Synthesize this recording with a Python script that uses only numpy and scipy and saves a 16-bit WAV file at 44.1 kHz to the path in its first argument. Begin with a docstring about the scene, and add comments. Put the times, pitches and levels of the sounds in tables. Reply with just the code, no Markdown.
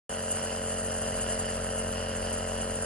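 """Small piston air compressor

A compressor drones: two valve knocks per shaft turn sound as steady shaft orders and a pulsing casing rattle.
Air sputters and hisses from the nozzle through the resonances of a plastic tube, in filtered noise.
Mains hum of the motor coil puts fainter lines between the orders. The sound cuts in after a short silence."""
import sys
import numpy as np
from scipy import signal
from scipy.fft import rfft, irfft, next_fast_len
from scipy.io import wavfile
from scipy.ndimage import uniform_filter1d, map_coordinates

SR = 44100
rng = np.random.default_rng(int(sys.argv[2]) if len(sys.argv) > 2 else 0)


def to_wav(s):
    """Save 16-bit WAV."""
    ch = np.atleast_2d(s).T  # columns
    pcm = np.round(np.clip(ch, -1, 1) * 32767)  # PCM
    wavfile.write(sys.argv[1], SR, pcm.astype(np.int16))


N = 125685

# Shaft speed. Each row: time in seconds, speed in turns per second.
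SHAFT_SPEED = [(0, 44.89), (.9, 44.75), (1.6, 44.665), (2.3, 44.61), (2.85, 44.6)]
# Valve knocks of one turn. Each row: place in the turn (0-1), relative strength in dB.
VALVE_KNOCKS = [(.3136, 0), (.9043, -3)]
# Phase lead of the side over the centre. Each row: frequency in Hz, lead in radians.
SIDE_LEAD_RAD = [(300, .9), (650, 1.25), (1000, 1.05), (1400, 2.1), (2400, 1.8), (4800, 1.9), (6000, 1.5),
                 (12000, 1.55)]


def amp(db):
    """Gain of a level in dB."""
    return 10 ** (np.asarray(db) / 20)


def unit(x):
    """x scaled to rms 1."""
    return x / np.sqrt(np.mean(x ** 2) + 1e-20)


def along(points, hz):
    """Interpolate (Hz, value) points on a log frequency axis."""
    point_hz, values = np.transpose(points)
    return np.interp(np.log(hz + 1), np.log(point_hz + 1), values)


def curve(rows):
    """One value per sample from (s, value) rows."""
    return np.interp(np.arange(N) / SR, *np.transpose(rows))


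def wobble(knots_per_s):
    """Smooth random curve: a spline through normal random knots."""
    knots = rng.standard_normal(N // 100)
    return map_coordinates(knots, [np.arange(N) * knots_per_s / SR])


def filtered(x, response):
    """Multiply the spectrum of x by a response of frequency, zero-padded against wrap-around."""
    padded = next_fast_len(N + SR // 2)
    spectrum = rfft(x, padded) * response(np.fft.rfftfreq(padded, 1 / SR))
    return irfft(spectrum, padded)[..., :N]


def patchy(patchy_db):
    """White noise, rms 1, with time-frequency patches of random gain (patchy_db rms)."""
    z = signal.stft(rng.standard_normal(N), nperseg=512)[2]
    field = uniform_filter1d(rng.standard_normal(z.shape), size=6, axis=0)  # across frequency
    field = uniform_filter1d(field, size=10, axis=1)  # across time
    noise = signal.istft(z * amp(patchy_db * unit(field)), nperseg=512)[1]
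    return unit(noise[:N])


def tone(phase, hz, mid_db, side_db):
    """Line of slightly wavering level as centre and side, the side leading in phase."""
    waver_db = .5
    gain = np.sqrt(2) * amp(waver_db * wobble(9))  # sqrt(2): levels are rms
    mid = amp(mid_db) * np.cos(phase)
    side = amp(side_db) * np.cos(phase + along(SIDE_LEAD_RAD, hz))
    return gain * np.array([mid, side])


def heard(env, mid_db, side_db, patchy_db):
    """Noise under env at two microphone ports: coloured centre and side, partly shared, side leading."""
    # Centre-side likeness. Each row: frequency in Hz, likeness (0-1).
    likeness = [(300, .3), (800, .65), (1300, .4), (1600, .1), (2300, .1), (2900, .75), (3600, .1),
                (4800, .75), (5600, .35), (6300, .75), (7200, .88), (7800, .3), (8500, .6), (9200, .2)]
    common, separate = [env * np.sqrt(SR / 2) * patchy(patchy_db) for _ in "ab"]  # 0 dB per Hz
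    side = filtered(common, lambda hz: along(likeness, hz) * np.exp(1j * along(SIDE_LEAD_RAD, hz)))
    side = side + filtered(separate, lambda hz: np.sqrt(1 - along(likeness, hz) ** 2))
    mid = filtered(common, lambda hz: amp(along(mid_db, hz)))
    return np.array([mid, filtered(side, lambda hz: amp(along(side_db, hz)))])


def orders(turns):
    """Shaft orders: phases of the two knocks in each turn, turned by the casing resonance."""
    # Each row: multiple of shaft speed, centre level in dB, side level in dB.
    shaft_lines = [(1, -45, -120), (2, -43, -120), (3, -58, -116), (4, -51, -120), (5, -43, -118),
                   (6, -55, -99), (7, -62, -65), (8, -63, -82), (9, -55, -65), (10, -44, -72),
                   (11, -74, -78), (12, -45.5, -57), (13, -47, -61), (14, -45.5, -50), (15, -51, -49),
                   (16, -63, -66), (17, -53, -53), (18, -59, -60), (19, -65, -64), (20, -68, -61),
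                   (21, -64, -64), (22, -57, -55), (23, -62, -69), (24, -64, -58), (25, -63, -59),
                   (27, -70, -57), (28, -64, -77), (29, -66, -60), (30, -60, -56), (31, -71, -71),
                   (32, -61, -57), (33, -67, -66), (34, -62, -77), (35, -62, -70), (36, -66, -73),
                   (39, -67, -71), (41, -65, -76), (42, -66, -87), (44, -66, -120), (46, -69, -120),
                   (47, -69, -116), (61, -69, -80), (62, -67, -74), (63, -65, -73), (64, -61, -69),
                   (66, -65, -72), (69, -70, -72), (70, -68, -79)]
    ring_lag_turns = .1273  # from a knock to its low ring
    ring_spread_turns = .0012  # each higher multiple comes earlier
    jitter_rad = .004  # per multiple
    casing_hz, casing_width_hz = 158, 59
    out, drift = np.zeros((2, N)), wobble(12)
    for k, mid_db, side_db in shaft_lines:
        pair = sum(amp(db) * np.exp(-2j * np.pi * k * at) for at, db in VALVE_KNOCKS)
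        phase = 2 * np.pi * k * (turns - ring_lag_turns + ring_spread_turns * k / 2)
        phase = phase + np.angle(pair) + jitter_rad * k * drift
        hz = k * SHAFT_SPEED[0][1]
        casing_rad = np.angle(1j / (casing_hz ** 2 - hz ** 2 + 1j * hz * casing_width_hz))
        out += tone(phase + casing_rad, hz, mid_db, side_db)
    return out


def knocking(turns):
    """Envelope, rms 1, that jumps at each knock and decays, every knock a new size."""
    decay_turns, depth, scatter_db = .1, 1.1, 1.5  # depth: rise over a floor of 1
    env = np.ones(N)
    for at, db in VALVE_KNOCKS:
        since = turns - at + 1
        sizes = amp(db + scatter_db * rng.standard_normal(200))
        size = sizes[since.astype(int)]
        env = env + depth * size * np.exp(-(since % 1) / decay_turns)
    return unit(uniform_filter1d(env, size=30))


def rattle(turns):
    """Casing rattle: coloured noise pulsing with the knocks."""
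    # Centre, then side spectrum. Each row: frequency in Hz, level in dB per Hz.
    rattle_mid = [(10, -94), (25, -74), (35, -71), (60, -72), (150, -70), (200, -72.5), (330, -78),
                  (400, -76.5), (480, -77.5), (540, -71.5), (620, -68.5), (700, -75.5), (830, -79),
                  (1000, -78), (1130, -80), (1320, -74.5), (1800, -74.5), (2300, -86), (2600, -82.5),
                  (2900, -71.5), (3150, -80.5), (3700, -95), (4800, -81), (5300, -88.5), (5800, -89),
                  (6100, -120)]
    rattle_side = [(200, -112), (330, -87.5), (560, -74.5), (750, -77.5), (1400, -81), (1800, -80),
                   (1950, -112), (2500, -94), (2900, -76), (3150, -90), (3550, -106), (4000, -89),
                   (4300, -87), (4850, -82.5), (5000, -89), (5250, -97), (5600, -74.5), (5900, -120)]
    env = knocking(turns) * amp(.6 * wobble(8) + .6 * wobble(16))
    return heard(unit(env), rattle_mid, rattle_side, patchy_db=1.1)


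def nozzle(turns):
    """Air hiss through the tube: noise that sputters at random, swells with each turn and spurts."""
    # Centre, then side spectrum. Each row: frequency in Hz, level in dB per Hz.
    hiss_mid = [(5300, -120), (5800, -101), (6400, -79.5), (6750, -94.5), (7220, -75), (7450, -86),
                (7850, -108), (8300, -83.5), (8900, -87), (9100, -105), (11500, -118), (12100, -102.5),
                (12500, -120)]
    hiss_side = [(5700, -90), (6000, -89), (6500, -79), (6780, -87), (7220, -69), (7450, -79), (7800, -86),
                 (8300, -68), (8750, -65), (9020, -72), (9250, -83), (9600, -75), (9950, -68), (10150, -80),
                 (10480, -97), (10720, -87), (10950, -99), (11600, -99), (12150, -91), (12350, -101),
                 (12560, -126)]
    # Slow course of the hiss. Each row: time in seconds, relative level in dB.
    hiss_course = [(.1, .6), (.3, 1.3), (.5, .4), (1.3, .6), (1.5, -.8), (2.15, -1.5), (2.85, -1.2)]
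    # Spurts of air. Each row: start in seconds, rise before smoothing in dB.
    spurts = [(.287, 6), (.317, 5), (.558, 6), (.845, 7), (.982, 6), (1.21, 5), (1.326, 5), (1.392, 8),
              (1.638, 6), (1.924, 8), (2.326, 8), (2.379, 9), (2.613, 5), (2.707, 6), (2.757, 8),
              (2.824, 8)]
    # Random swells. Each row: rate in knots per second, depth in dB.
    sputter = [(30, .9), (75, 1.7)]
    spurt_decay_s, turn_swell_db = .008, .8
    t = np.arange(N) / SR
    spurt_db = sum(db * (t > s) * np.exp(-np.abs(t - s) / spurt_decay_s) for s, db in spurts)
    swell_db = sum(db * wobble(rate) for rate, db in sputter)
    swell_db = swell_db + turn_swell_db * np.cos(2 * np.pi * (turns - .9))
    level_db = uniform_filter1d(swell_db + spurt_db, size=60) + curve(hiss_course)
    return heard(unit(amp(level_db)), hiss_mid, [(5200, -125)] + hiss_side, patchy_db=1)


def mains(turns):
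    """Motor-coil hum beating with the shaft: lines offset from the shaft orders by mains harmonics."""
    # Each row: multiple of shaft speed, offset in Hz, centre level in dB, side level in dB.
    hum_lines = [(0, 100, -57, -120), (1, 100, -58, -111), (8, 100, -64, -83), (9, 100, -57, -63),
                 (10, 100, -50, -60), (11, 100, -62, -68), (12, 100, -60, -62), (14, 100, -64, -63),
                 (15, 100, -62, -62), (17, 100, -65, -61), (19, 100, -66, -67), (12, -100, -63, -75),
                 (14, -100, -57, -67), (15, -100, -65, -65), (16, -100, -63, -71), (7, 200, -62, -67),
                 (8, 200, -62, -67), (16, -200, -64, -73)]
    peak_turn, lag_s, phase_cycles = .12, .00235, .205  # peak_turn: place in the turn where hum peaks
    t = np.arange(N) / SR - lag_s
    out = np.zeros((2, N))
    for k, offset_hz, mid_db, side_db in hum_lines:
        phase = 2 * np.pi * (k * (turns - peak_turn) + offset_hz * t + phase_cycles)
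        out += tone(phase, k * SHAFT_SPEED[0][1] + offset_hz, mid_db, side_db)
    return out


def scene():
    """Sum the centre and side parts of all sources and turn them into left and right."""
    start_turn = .705
    turns = start_turn + np.cumsum(curve(SHAFT_SPEED)) / SR
    mid, side = orders(turns) + rattle(turns) + nozzle(turns) + mains(turns)
    return np.array([mid + side, mid - side])


def record(dry):
    """Phone pickup: cuts in late, level and bass settle, nothing kept above the band limit."""
    # Bass missing at the cut-in. Each row: frequency in Hz, share missing (0-1).
    bass_loss = [(20, .95), (45, 0.55), (90, 0.27), (220, 0.22), (400, .05), (800, 0.0091)]
    start_s, fade_s, bass_settle_s = .0928, .002, .72
    warmup_db, warmup_s, top_hz = -1, .35, 12570
    since = np.arange(N) / SR - start_s
    missing = filtered(dry, lambda hz: np.clip(along(bass_loss, hz), 0, 1))
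    x = dry - missing * np.exp(-(since / bass_settle_s) ** 2)
    warmup = amp(warmup_db * np.exp(-np.abs(since) / warmup_s))
    x = x * np.clip(since / fade_s, 0, 1) * warmup
    return filtered(x, lambda hz: hz < top_hz)


dry = scene()
out = record(dry)
to_wav(out)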